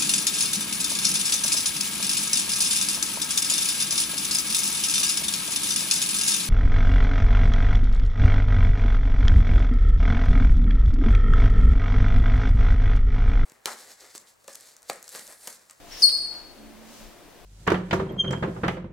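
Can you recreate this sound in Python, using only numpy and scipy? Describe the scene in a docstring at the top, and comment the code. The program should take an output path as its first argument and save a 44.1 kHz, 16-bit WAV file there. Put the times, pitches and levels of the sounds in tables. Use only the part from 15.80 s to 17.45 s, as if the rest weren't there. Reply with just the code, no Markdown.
"""A rubber sole pivots on bathroom tiles: it scuffs, sings thinly, then sticks and slips in one short
falling squeak. The singing and the squeak ring off the hard walls. The walk goes on with a soft
step and a swish of clothing. Underneath lie the moving air and fan tones of the ventilation, low
hums that swell and pass, and the rumble of the carried microphone."""
import sys
import numpy as np
from scipy import signal
from scipy.fft import rfft, irfft
from scipy.io import wavfile

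SR = 44100
rng = np.random.default_rng(int(sys.argv[2]) if len(sys.argv) > 2 else 0)


def waveform_to_disk(signal):
    """Save audio, clipped to [-1, 1], as 16-bit WAV at the path in sys.argv[1]."""
    frames = np.transpose(np.atleast_2d(signal))
    scaled = np.clip(frames, -1, 1) * 32767
    samples = np.round(scaled).astype(np.int16)
    wavfile.write(sys.argv[1], SR, samples)


N = 72765
T = np.arange(N) / SR
BIN_HZ = np.arange(N // 2 + 1) * SR / N


def from_db(db):
    """Decibels to gain."""
    return 10 ** (np.asarray(db) / 20)


def rms_one(x):
    """Scale to rms 1."""
    return x / np.sqrt(np.mean(x ** 2) + 1e-20)


def at_hz(points, hz):
    """Read a table on a log-frequency axis."""
    f, value = np.transpose(points)
    return np.interp(np.log(np.maximum(hz, 1)), np.log(f), value)


def pan(db):
    """Stereo gains that put the left db above the right."""
    return from_db(np.array([[db], [-db]]) / 2)


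def drift(rate_hz):
    """Smooth random wander of spread 1, with nothing much faster than its rate."""
    lowpass = signal.butter(4, rate_hz, fs=SR, output="sos")
    return rms_one(signal.sosfilt(lowpass, rng.standard_normal(2 * N))[N:])


def gate(start_s, end_s, attack_s, release_s):
    """Linear attack, hold, exponential release."""
    return np.clip((T - start_s) / attack_s, 0, 1) * np.exp(-np.maximum(T - end_s, 0) / release_s)


def swell(peak_s, rise_s, fall_s):
    """A bell-shaped envelope with its own rise and fall."""
    return np.exp(-((T - peak_s) / np.where(T < peak_s, rise_s, fall_s)) ** 2 / 2)


def phase_of(hz):
    """Running phase of a pitch curve."""
    return 2 * np.pi * np.cumsum(hz) / SR


def tone(hz, jitter, rate_hz):
    """A sine of rms 1 whose pitch wavers by the fraction jitter."""
    wavering_hz = hz * (1 + jitter * drift(rate_hz))
    return np.sqrt(2) * np.sin(phase_of(wavering_hz) + rng.uniform(0, 2 * np.pi))


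def stereo_spectrum(correlation):
    """Spectra of two white noises with a given correlation."""
    mid, side = rfft(rng.standard_normal((2, N)))
    return (np.sqrt(1 + correlation) * mid + np.sqrt(1 - correlation) * side * [[1], [-1]]) / np.sqrt(2)


# Stereo image of the noises. Each row: frequency in Hz, left-right correlation.
STEREO_IMAGE = [(30, 0.16), (200, 0.24), (600, 0.51), (2000, 0.64), (5000, 0.26), (9000, 0.021),
                (15000, 0.02)]

def noise(colour, tilt_db=0):
    """Coloured stereo noise of rms about 1, leaning left, tilted by tilt_db per octave above 500 Hz."""
    gain = from_db(at_hz(colour, BIN_HZ) + tilt_db * np.log2(np.maximum(BIN_HZ, 500)))
    white = stereo_spectrum(at_hz(STEREO_IMAGE, BIN_HZ))
    return pan(2.03) * rms_one(irfft(gain * white, N))


# The air bed's EQ. Each row: frequency in Hz, relative level in dB.
AIR_EQ = [(30, -28), (70, -3), (150, -2.5), (300, 2), (600, 0), (1200, -6.5), (2500, -10), (5000, -14),
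          (9000, -17), (15500, -20)]
# Faint fan tones. Each row: pitch in Hz, level in dB.
FAN_TONES = [(706, -68), (600, -73.5), (298, -68.5), (351.3, -66)]

def ventilation():
    """Moving air makes a slowly fading bed of noise, with the fan's steady tones in it."""
    air = from_db(-49.5 - 0.54 * T) * noise(AIR_EQ)
    fan = sum(from_db(db) * tone(hz, jitter=0.004, rate_hz=3.7) for hz, db in FAN_TONES)
    return air + fan


# Brief hums. Each row: start and end in seconds, pitch in Hz, level in dB, left over right in dB.
HUMS = [(0.0, 0.081, 700, -56.5, 0), (0.14, 0.34, 505, -61.5, 0), (0.75, 0.9, 285, -58, 11)]
# The deepest hum's two swells. Each row: start and end in seconds, level in dB, left over right in dB.
DRONE_SWELLS = [(0.767, 1.11, -56.5, -16.5), (1.178, 1.277, -56, -8)]

def passing_hums(drone_hz=221):
    """Low, wavering room tones swell and fade along the way."""
    drones = [(start, end, drone_hz, db, side_db) for start, end, db, side_db in DRONE_SWELLS]
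    hums = 0
    for start, end, hz, db, side_db in HUMS + drones:
        level = from_db(db) * gate(start, end, attack_s=0.038, release_s=0.056)
        hums += pan(side_db) * level * tone(hz, jitter=0.02, rate_hz=45)
    return hums


# The rumble's sub-bass EQ. Each row: frequency in Hz, relative level in dB.
RUMBLE_EQ = [(18, -7.5), (30, 9), (42, 4), (65, -24.5), (130, -45), (400, -77)]
# Handling bumps. Each row: peak time in seconds, boost in dB.
BUMPS = [(0.18, 5.8), (1.24, 6)]

def handling():
    """The carried microphone rumbles, more at each footfall."""
    boost_db = sum(db * swell(peak, rise_s=0.04, fall_s=0.04) for peak, db in BUMPS)
    return pan(2.5) * from_db(-58 + boost_db) * noise(RUMBLE_EQ)


# Soft swishes. Each row: peak time in seconds, level in dB, rise and fall in seconds,
# tilt in dB per octave.
SWISHES = [(0.21, -47.5, 0.12, 0.16, 1.5), (0.55, -50, 0.039, 0.059, -2.5), (1.17, -50, 0.089, 0.11, 2)]
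# Their shared EQ. Each row: frequency in Hz, relative level in dB.
SWISH_EQ = [(100, -15.5), (400, -3), (900, 3), (1900, -3), (3500, -3.5), (6200, -4.5), (8000, -8.5),
            (11000, -15), (15500, -15)]

def rubbing():
    """Soles and clothing brush in soft swells of friction noise."""
    return sum(from_db(db) * swell(peak, rise, fall) * noise(SWISH_EQ, tilt_db)
               for peak, db, rise, fall, tilt_db in SWISHES)


# The scuff's peaky EQ. Each row: frequency in Hz, relative level in dB.
SCUFF_EQ = [(500, -4), (1400, -7.5), (1900, 3.5), (2400, -1.5), (3200, 4), (4200, 0.5), (5300, 6),
            (6300, -1), (8000, -11), (11000, -9), (15500, -11)]

def scuff():
    """Rubber hisses as it slides over the tile."""
    return from_db(-44) * gate(0.08, 0.18, attack_s=0.053, release_s=0.081) * noise(SCUFF_EQ)


def singing(start_s=0.114, sag_hz_per_s=1300):
    """A faint, rough, high squeal sags a little while the sole still slides lightly."""
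    hz = 5590 - sag_hz_per_s * (T - start_s)
    flutter_db = 3 * drift(rate_hz=70)
    level = from_db(-48 + flutter_db) * gate(start_s, end_s=0.15, attack_s=0.0031, release_s=0.06)
    return level * tone(hz, jitter=0.018, rate_hz=200)


# The grip's bright EQ. Each row: frequency in Hz, relative level in dB.
GRIP_EQ = [(1000, -16.5), (3500, -10), (5300, 4.5), (6400, 0.5), (7500, -8), (10000, -2.5), (12000, -19),
           (14200, -7), (15800, -23)]

def grip():
    """The friction hiss flares brightly as the sole grips."""
    return from_db(-34.5) * swell(peak_s=0.24, rise_s=0.033, fall_s=0.024) * noise(GRIP_EQ)


# The squeak's contour. Each row: time in seconds, pitch in Hz, level in dB.
SQUEAK_CONTOUR = [(0.22, 5200, -35), (0.2226, 5010, -13.5), (0.227, 4735, -15.5), (0.2313, 4443, -15.5),
                  (0.235, 4216, -17.5), (0.241, 4474, -10.5), (0.249, 4328, -16.5), (0.26, 4391, -17.5),
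                  (0.274, 4356, -30.5), (0.291, 4290, -22)]
# Its edge. Each row: harmonic number, level against the fundamental in dB, left over right in dB.
SQUEAK_OVERTONES = [(2, -14, 1), (3, -28.5, -1)]

def squeak(settle_s=0.12, overtone_build_s=0.0089):
    """The sole sticks and slips thousands of times a second, slowing and steadying under the weight."""
    times, pitches, levels = np.transpose(SQUEAK_CONTOUR)
    age = np.maximum(T - times[0], 0)
    jitter = 0.0095 * np.exp(-age / settle_s) * drift(rate_hz=280)
    phase = phase_of(np.interp(T, times, pitches) * (1 + jitter))
    shimmer_db = 1.3 * drift(rate_hz=280)
    sounding = (T > times[0]) & (T < times[-1])
    level = from_db(np.interp(T, times, levels) + shimmer_db) * sounding
    edge = np.clip(age / overtone_build_s, 0, 1)
    overtones = sum(pan(side_db) * from_db(db) * np.sin(harmonic * phase)
                    for harmonic, db, side_db in SQUEAK_OVERTONES)
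    return np.sqrt(2) * level * (np.sin(phase) + edge * overtones)


# The tiled room's tail. Each row: frequency in Hz, time to fall 60 dB in seconds.
ROOM_T60 = [(500, 0.36), (4400, 0.62), (9000, 0.5), (13000, 0.46)]
# Early reflections. Each row: delay in seconds, level against the direct sound in dB,
# left over right in dB.
REFLECTIONS = [(.0025, -8, 2), (.0056, -7, -21), (0.0092, -8.5, 7)]

def bathroom(dry, build_s=0.088, stall_t60_s=0.28):
    """Direct sound, a few hard reflections, the shower stall's quick ring and a later, bright tail."""
    white = stereo_spectrum(correlation=0.23)
    edges_hz = np.linspace(0, SR / 2, 13)
    tail = 0
    for low, high in zip(edges_hz, edges_hz[1:]):
        band = irfft(white * ((BIN_HZ >= low) & (BIN_HZ < high)), N)
        tail += band * from_db(-60 * T / at_hz(ROOM_T60, (low + high) / 2))
    tail *= 1 - np.exp(-T / build_s)
    stall = irfft(stereo_spectrum(at_hz(STEREO_IMAGE, BIN_HZ)), N) * from_db(-60 * T / stall_t60_s)
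    response = (from_db(-3.5) * rms_one(tail) + from_db(-3) * rms_one(stall)) / np.sqrt(N)
    direct = from_db(-2.5)
    response[:, 0] += direct
    for delay, db, side_db in REFLECTIONS:
        response[:, int(delay * SR)] += direct * from_db(db) * pan(side_db)[:, 0]
    return pan(3) * signal.fftconvolve(dry, response, axes=1)[:, :N]


# The step's dark EQ. Each row: frequency in Hz, relative level in dB.
STEP_EQ = [(30, -3), (70, -6), (150, -1), (300, 3), (700, -13), (2000, -58)]

def footfall(start_s=1.2, attack_s=0.017):
    """A foot lands softly with a dull thud."""
    return from_db(-51.5) * gate(start_s, start_s + attack_s, attack_s, release_s=0.056) * noise(STEP_EQ)


def scene():
    """The squeak and singing ring in the tiled room; the walk's noises and the background stay dry."""
    ringing = bathroom(squeak() + singing())
    walk = scuff() + grip() + rubbing() + footfall()
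    background = ventilation() + passing_hums() + handling()
    return ringing + walk + background


def record(dry, cutoff_hz=15850):
    """A steep low-pass takes off the very top."""
    return signal.sosfilt(signal.ellip(12, 0.1, 90, cutoff_hz, fs=SR, output="sos"), dry)


dry = scene()
out = record(dry)
waveform_to_disk(out)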